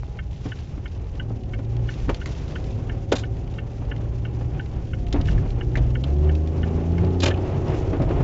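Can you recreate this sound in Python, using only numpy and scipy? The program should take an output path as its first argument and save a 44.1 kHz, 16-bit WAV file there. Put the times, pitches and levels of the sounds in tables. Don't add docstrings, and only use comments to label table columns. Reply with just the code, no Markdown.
import sys
import numpy as np
from scipy import signal
from scipy.fft import rfft, irfft, next_fast_len
from scipy.io import wavfile
from scipy.ndimage import uniform_filter1d

SR = 44100
rng = np.random.default_rng(int(sys.argv[2]) if len(sys.argv) > 2 else 0)


def inscribe(sig):
    pcm = np.round(np.clip(np.atleast_2d(sig).T, -1, 1) * 32767)
    wavfile.write(sys.argv[1], SR, pcm.astype(np.int16))


N = 362943
TIME = np.arange(N) / SR

# pitch_hz [Hz], level_db [dB]
RUMBLE_COLOUR = [(12, -14.5), (26, -6), (50, 2), (80, -5.5), (130, -7.5), (180, -15.5), (300, -38)]
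BOOM_COLOUR = [(25, -13.5), (50, -3), (75, 8.5), (100, 0.5), (130, -3), (160, -6.5), (220, -30), (400, -44)]
TYRE_COLOUR = [(100, 4), (140, 0.5), (185, -12.5), (320, -10.5), (375, -12.5), (450, -14), (600, -18),
               (830, -21.5), (1050, -26.5), (1620, -34.5), (2810, -37.5), (3500, -45), (6700, -67),
               (9000, -49)]
# time_s [s], level_db [dB]
TYRE_ROAR = [(0, -41.5), (1.1, -40.5), (1.35, -39), (2.8, -37.5), (4.7, -36.5), (7.1, -30), (8.23, -28.5)]
# peak_s [s], peak_db [dB], rise_s [s], fade_s [s]
RUTS = [(1.35, -29, 0.1, 0.066), (2.1, -29, 0.28, 0.13), (5.18, -18.5, 0.32, 0.43),
        (5.801, -24, 0.21, 0.34), (7.48, -27, 0.058, 0.064), (8.03, -21.5, 0.19, 0.5)]
RUMBLE_DB, BOOM_DB = -32.5, -34

# pitch_hz [Hz], level_db [dB]
SWISH_COLOUR = [(500, 9), (1200, 9.5), (2800, 9), (4200, 4.5), (6000, 5.5), (7200, 1.5), (9000, -17)]
# peak_s [s], peak_db [dB], rise_s [s], fade_s [s], brightest_hz [Hz]
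SWISHES = [(0.46, -52, 0.15, 0.2, 3480), (1.918, -52.5, 0.13, 0.4, 2880), (2.321, -50, 0.13, 0.39, 4200),
           (5.295, -49, 0.042, 0.039, 5460), (7.75, -50, 0.083, 0.098, 5760)]
WET_HISS_DB, WET_HISS_PER_ROAR = -59.5, 0.44
SWISH_RING_DB = 3.5
GRIT_DB, GRIT_SPREAD_DB = -2.5, 3.5

# start_s [s], level_db [dB]
PELLETS = [(1.7669, -42), (1.941, -40), (2.146, -31.5), (2.2744, -44), (2.3506, -42), (2.6418, -42.5),
           (3.963, -42), (4.66, -43.5), (5.2126, -34), (5.2574, -38), (5.2754, -40), (5.5054, -41),
           (6.352, -37.5), (8.0212, -38)]
# pitch_hz [Hz], level_db [dB]
GLASS_COLOUR = [(600, -18), (1500, 1.5), (2800, 8.5), (4200, 2), (6000, -6), (7500, -10.5), (9000, 1)]
SLEET_DB, SLEET_SPREAD_DB = -56.5, 3

# start_s [s], level_db [dB], skid_s [s], decay_s [s], main_hz [Hz], main_ring_db [dB]
RATTLES = [(3.1176, -26, .009, 0.0069, 3190, 6.5), (3.1533, -32.5, 0.014, 0.0068, 3670, 3),
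           (3.182, -37.5, 0.007, 0.014, 3650, 3), (7.22, -30, 0.014, .005, 3000, 10),
           (7.2317, -22.5, 0.0079, 0.0067, 2750, 2), (7.257, -21.5, 0.0047, .006, 2800, 9.5),
           (7.272, -30.5, 0.007, 0.0072, 6000, -5), (7.2811, -28, 0.004, 0.0053, 2900, 12),
           (7.303, -37.5, 0.0077, 0.005, 2900, 19), (7.34, -40.5, 0.0055, 0.0045, 2730, 28)]
# pitch_hz [Hz], level_db [dB]
LOOSE_MODES = [(1110, -11), (1600, -0.5), (2430, 4), (2750, -2), (3650, 5), (4050, 2), (4500, -1),
               (4880, -0.5), (5110, 1), (5830, -5), (6740, 1), (7360, -16)]
RATTLE_RISE_S, RATTLE_MODES_DB = 0.0011, -3.5
RATTLE_GRAIN_DB = 2

# start_s [s], level_db [dB], decay_s [s], main_hz [Hz], main_ring_db [dB]
CLACKS = [(2.095, -31, 0.0051, 2300, 12), (2.258, -33.5, 0.008, 1800, 12), (5.066, -40, 0.0037, 2460, 19),
          (5.126, -29, 0.0065, 3320, 7), (5.379, -32.5, 0.0035, 1600, 25), (5.754, -25.5, 0.0097, 1920, 27),
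          (5.771, -35, 0.0067, 3000, 12.5), (6.038, -30, 0.0044, 3020, 22), (7.202, -27, 0.0066, 3865, 10)]
# pitch_hz [Hz], level_db [dB]
PLASTIC_COLOUR = [(300, -21), (900, 1), (2500, -4), (4000, -1.5), (4700, -5), (7000, -6.5), (9000, -9.5)]
RATTLE_WIDTH, CLACK_WIDTH = 0.37, 0.6
CLACK_RISE_S = 0.0011

# start_s [s], level_db [dB], decay_s [s], main_hz [Hz]
THUMPS = [(0.033, -32, 0.0021, 895), (0.456, -23.5, 0.016, 120), (0.459, -28, 0.016, 370),
          (0.779, -29, 0.009, 260), (1.211, -34, 0.032, 130), (1.302, -28.5, 0.018, 150),
          (1.590, -27.5, 0.0092, 308), (2.083, -22.5, 0.015, 284.6), (2.093, -17, 0.011, 845),
          (2.115, -33, .01, 420), (3.119, -19, 0.019, 790), (3.123, -11.5, 0.014, 450),
          (4.411, -30, 0.0086, 550), (5.142, -17.5, 0.03, 284), (5.162, -24.5, 0.0074, 850),
          (5.203, -26, 0.0061, 590), (5.772, -27.5, 0.022, 700), (6.04, -29, 0.013, 316),
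          (7.039, -27, 0.0058, 504), (7.234, -15.5, 0.0085, 927), (7.24, -22.5, 0.0056, 447),
          (7.26, -18.5, 0.021, 1010), (7.283, -22.5, 0.0081, 450), (7.304, -23.5, 0.011, 595),
          (7.931, -20.5, 0.035, 343), (8.001, -14, 0.019, 120), (8.016, -24.5, 0.025, 630.4),
          (8.108, -20.5, 0.0086, 400), (8.207, -14.5, 0.015, 120)]
# pitch_hz [Hz], level_db [dB]
CRUNCH_COLOUR = [(100, -16), (280, 5.5), (740, -5.5), (1400, -9), (2500, -17.5), (4500, -30.5),
                 (8000, -57.5)]
# pitch_hz [Hz], level_db [dB]
PANEL_MODES = [(118, 0.5), (175, -3.5), (245, -1.5), (285, 3.5), (335, -2.5), (432, -4.5), (485, -5),
               (565, -4.5), (640, -4), (745, -9), (828, -10), (912, -11), (1070, -12.5), (1260, -15)]

# start_s [s], level_db [dB before the gains of its two parts]
TICKS = [(0.1895, -38.5), (0.5187, -36), (0.8584, -40), (1.1982, -35.5), (1.5369, -39), (1.8891, -35.5),
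         (2.2164, -40.5), (2.5571, -35), (2.8963, -39.5), (3.2365, -37.5), (3.5862, -39), (3.9155, -35),
         (4.2522, -40), (4.596, -36.5), (4.9342, -40.5), (5.2839, -35), (5.6111, -38), (5.9539, -37),
         (6.2931, -39), (6.6323, -36.5), (6.981, -41), (7.312, -33)]
# pitch_hz [Hz], opening_db [dB], closing_db [dB]
RELAY_MODES = [(1377, -5.5, -7), (1473, 3, 9.5), (1526, 0.5, 5.5), (1606, -1.5, 1), (1751, -4.5, 7),
               (1802, 0.5, -1), (2053, -8.5, -2.5), (2156, -1.5, -9.5), (2220, -1.5, 0.5), (2756, -1, -5),
               (2920, -5.5, 4), (3180, -10, -6)]
# pitch_hz [Hz], level_db [dB]
SNAP_COLOUR = [(1000, -10.5), (1500, 1.5), (2500, -10.5), (2900, 6.5), (3300, -8.5), (3700, -24)]
TICK_COLOUR_DB = 4

# time_s [s], firing_hz [Hz]
REVS = [(0.0, 59.04), (0.68, 57.5), (0.98, 61.1), (1.51, 52.1), (1.79, 59.3), (2.2, 48.9), (2.43, 48.7),
        (2.66, 53.47), (4.56, 58.83), (5.06, 50.3), (5.3, 50.04), (5.5, 56.86), (5.68, 59.73), (5.96, 61.4),
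        (6.08, 69.8), (6.25, 74.93), (6.63, 81.5), (6.78, 82.44), (7.49, 92.96), (8.07, 92.1), (8.16, 100)]
# time_s [s], load_db [dB]
THROTTLE = [(0, -14), (1.05, -25.5), (1.3, -2.5), (1.85, 0), (2.35, -16), (2.65, 2.5), (3.5, -4), (4.5, -3),
            (4.7, -11.5), (5.65, 0.5), (7.4, 3.5), (8.23, -1)]
# pitch_hz [Hz], level_db [dB at 0 dB load]
CABIN_BOOM = [(54, -39.5), (61, -25.5), (76, -20), (83, -28.5), (90, -22), (94, -36), (108, -30.5),
              (119, -24.5), (128, -26), (164, -37), (172, -28.5), (186, -45.5)]
# multiple [times the firing rate], level_db [dB]
OVERTONES = [(3, 0), (4, 0.5), (5, -1), (6, -4), (7, -5), (8, -5.5), (9, -7.5), (10, -3.5), (12, -16),
             (14, -4)]
# pitch_hz [Hz], gain_db [dB]
CABIN_GAIN = [(160, -13.5), (190, -16), (218, -6), (236, -14.5), (254, -6), (276, -15.5), (310, -9),
              (345, -11), (375, -4), (405, -9.5), (430, -13.5), (560, -13), (620, -21.5), (700, -12),
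              (750, -18), (830, -15.5), (920, -28.5)]
GROWL_DB, GROWL_DB_PER_HZ, GROWL_PER_LOAD = -1, 0.0227, 0.33

TOP_HZ = 7450


def undb(db):
    return 10 ** (np.asarray(db) / 20)


def unit(x):
    return x / np.sqrt(np.mean(x ** 2))


def curve(table):
    return np.interp(TIME, *np.transpose(table))


def swell(s, rise, fade):
    return np.exp(-np.maximum((s - TIME) / rise, (TIME - s) / fade))


def walk(rate):
    hold = max(int(SR / rate), 1)
    steps = np.repeat(rng.standard_normal(N // hold + 1), hold)
    smooth = uniform_filter1d(uniform_filter1d(steps, hold), hold)[:N]
    return unit(np.tanh(unit(smooth) / 2))


def noise(points, size=N, ring_hz=1000, ring_db=0, ring_width=.2):
    padded = next_fast_len(size, True)
    octave = np.log2(np.maximum(np.fft.rfftfreq(padded, 1 / SR), 1))
    hz, db = np.transpose(points)
    colour_db = np.interp(octave, np.log2(hz), db, left=-120, right=-120)
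    colour_db = colour_db + ring_db * np.exp(-((octave - np.log2(ring_hz)) / ring_width) ** 2)
    spectrum = rfft(rng.standard_normal(padded)) * undb(colour_db)
    return unit(irfft(spectrum, padded)[:size])


def modes(hz, db, phases, size):
    detuned = hz * (1 + 0.0055 * rng.standard_normal(len(hz)))
    cycles = np.outer(detuned, TIME[:size]) + phases[:, None]
    return unit(undb(db) @ np.sin(2 * np.pi * cycles))


def burst(ring, rise, decay, hold=0):
    t = TIME[:len(ring)]
    envelope = np.minimum(t / rise, 1) * np.exp(-np.maximum(t - rise - hold, 0) / decay)
    shaped = ring * envelope
    return shaped * np.sqrt(np.sum(envelope ** 2) / np.sum(shaped ** 2))


def add(out, s, sound):
    i = int(np.clip(s * SR, 0, N - 1))
    out[i:i + len(sound)] += sound[:N - i]


def cabin(x, wet_db, decay, size=6000):
    t = TIME[:size]
    tail = rng.standard_normal(size) * np.exp(-t / decay) * (t > .003)
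    tail = tail / np.linalg.norm(tail)
    return x + undb(wet_db) * signal.fftconvolve(x, tail)[:N]


def road(roar_db):
    lumps = walk(9.9)
    power = undb(RUMBLE_DB) ** 2
    for s, db, rise, fade in RUTS:
        power = power + (undb(db) * swell(s, rise, fade)) ** 2
    rumble = noise(RUMBLE_COLOUR) * np.sqrt(power) * undb(1.5 * lumps)
    boom = noise(BOOM_COLOUR) * undb(BOOM_DB + 0.68 * lumps)
    crunch_db = 2.0 * lumps + 2.02 * walk(25) + 1.0 * walk(140)
    roar = noise(TYRE_COLOUR) * undb(roar_db + crunch_db)
    return rumble + boom + roar


def slush(roar_db):
    out = noise(SWISH_COLOUR) * undb(WET_HISS_DB + WET_HISS_PER_ROAR * (roar_db - roar_db.mean()))
    for s, db, rise, fade, hz in SWISHES:
        swish = noise(SWISH_COLOUR, ring_hz=hz, ring_db=SWISH_RING_DB, ring_width=0.86)
        out = out + undb(db) * swell(s, rise, fade) * swish
    return out * undb(2.27 * walk(90))


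def grit(count=40, size=1024):
    out = np.zeros(N)
    for s, db, rise, fade, _ in SWISHES:
        places = rng.uniform(-rise, fade, count)
        sizes_db = GRIT_SPREAD_DB * np.minimum(rng.exponential(size=count), 3.5)
        for place, grain_db in zip(places, sizes_db):
            hz = 1000 * 2 ** rng.uniform(0, 2.8)
            ring = noise(GLASS_COLOUR, size=size, ring_hz=hz, ring_db=5, ring_width=0.54)
            grain = burst(ring, rise=0.00071, decay=0.0014)
            add(out, s + place, undb(db + GRIT_DB + grain_db) * grain)
    return cabin(out, wet_db=-21.5, decay=.006)


def sleet(roar_db, count=420, size=1024):
    out = np.zeros(N)
    times = rng.uniform(0, N / SR, count)
    speed_db = WET_HISS_PER_ROAR * np.interp(times, TIME, roar_db - roar_db.mean())
    sizes_db = SLEET_SPREAD_DB * np.minimum(rng.exponential(size=count), 4.5)
    faint_db = SLEET_DB + speed_db + sizes_db
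    for s, db in [*PELLETS, *zip(times, faint_db)]:
        hz = rng.uniform(2200, 6000)
        ring = noise(GLASS_COLOUR, size=size, ring_hz=hz, ring_db=5.5, ring_width=0.99)
        add(out, s - .001, undb(db) * burst(ring, rise=0.00076, decay=0.0031))
    return cabin(out, wet_db=-10.0, decay=0.0049)


def rattles(size=8192):
    out = np.zeros(N)
    hz, mode_db = np.transpose(LOOSE_MODES)
    for s, db, skid, decay, main_hz, ring_db in RATTLES:
        favoured_db = ring_db * np.exp(-(np.log2(hz / main_hz) / RATTLE_WIDTH) ** 2)
        ring = undb(RATTLE_MODES_DB) * modes(hz, mode_db + favoured_db, rng.random(len(hz)), size)
        scrape = noise(PLASTIC_COLOUR, size=size, ring_hz=main_hz, ring_db=ring_db, ring_width=RATTLE_WIDTH)
        chatter = undb(RATTLE_GRAIN_DB * walk(450)[:size])
        landing = burst((ring + scrape) * chatter, rise=RATTLE_RISE_S, decay=decay, hold=skid)
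        add(out, s, undb(db) * landing)
    return cabin(out, wet_db=-17, decay=0.007)


def clacks(size=8192):
    out = np.zeros(N)
    for s, db, decay, hz, ring_db in CLACKS:
        ring = noise(PLASTIC_COLOUR, size=size, ring_hz=hz, ring_db=ring_db, ring_width=CLACK_WIDTH)
        add(out, s, undb(db) * burst(ring, rise=CLACK_RISE_S, decay=decay))
    chatter = undb(2.0 * walk(500))
    return cabin(out * chatter, wet_db=-13, decay=0.007)


def thumps(size=8192):
    out = np.zeros(N)
    hz, mode_db = np.transpose(PANEL_MODES)
    for s, db, decay, main_hz in THUMPS:
        octaves_up = np.log2(hz / main_hz)
        favoured_db = 9 * np.exp(-(octaves_up / 0.32) ** 2)
        softness_db = 2.0 * np.maximum(octaves_up, 0)
        crunch_db = -4 + 7 * np.log2(main_hz / 600)
        ring = modes(hz, mode_db + favoured_db - softness_db, rng.random(len(hz)), size)
        crunch = undb(crunch_db) * noise(CRUNCH_COLOUR, size=size)
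        add(out, s - .002, undb(db) * burst(ring + crunch, rise=0.0028, decay=decay))
    return cabin(out, wet_db=-16.5, decay=0.0075)


def indicator(size=4096):
    out = np.zeros(N)
    hz, opening_db, closing_db = np.transpose(RELAY_MODES)
    phases = rng.random((2, len(hz)))
    for k, (s, db) in enumerate(TICKS):
        closing = k % 2
        mode_db = closing_db if closing else opening_db
        mode_db = mode_db + TICK_COLOUR_DB * rng.standard_normal(len(hz))
        snap = burst(noise(SNAP_COLOUR, size=size), rise=0.0035, decay=0.0054)
        ring = modes(hz, mode_db, phases[closing], size)
        housing = burst(ring, rise=0.0061, decay=0.0058, hold=.0015)
        add(out, s - .003, undb(db + 0.9) * snap + undb(db + 3.0) * housing)
    return cabin(out, wet_db=-13, decay=0.009)


def engine(roar_db):
    hz, load_db = curve(REVS), curve(THROTTLE)
    unsteady_hz = hz * (1 + 0.0015 * walk(14))
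    phase = 2 * np.pi * np.cumsum(unsteady_hz) / SR
    hum = 0
    for multiple in (1, 2):
        boom_db = np.interp(multiple * hz, *np.transpose(CABIN_BOOM))
        hum = hum + undb(load_db + boom_db) * np.sin(multiple * phase)
    hum = hum * undb(1.8 * walk(14))
    growl = 0
    for order in np.arange(8, 44) / 3:
        uneven_db = -5 if order % 1 else 0
        order_db = np.interp(order, *np.transpose(OVERTONES)) + uneven_db
        carried_db = np.interp(order * hz, *np.transpose(CABIN_GAIN))
        waver = undb(3.2 * walk(5) + 1.8 * walk(28))
        tone = np.sin(order * phase + rng.uniform(0, 2 * np.pi))
        growl = growl + undb(order_db + carried_db) * waver * tone
    effort_db = GROWL_DB_PER_HZ * (hz - hz.mean()) + GROWL_PER_LOAD * load_db
    return np.sqrt(2) * (hum + undb(roar_db + GROWL_DB + effort_db) * growl)


def scene():
    roar_db = curve(TYRE_ROAR)
    weather = slush(roar_db) + grit() + sleet(roar_db)
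    loose_things = rattles() + clacks() + thumps()
    return (road(roar_db) + weather + loose_things + indicator() + engine(roar_db))[None]


def record(dry):
    soft = signal.sosfilt(signal.ellip(5, .4, 20, TOP_HZ, fs=SR, output="sos"), dry)
    return signal.sosfilt(signal.ellip(8, .2, 70, 8700, fs=SR, output="sos"), soft)


dry = scene()
out = record(dry)
inscribe(out)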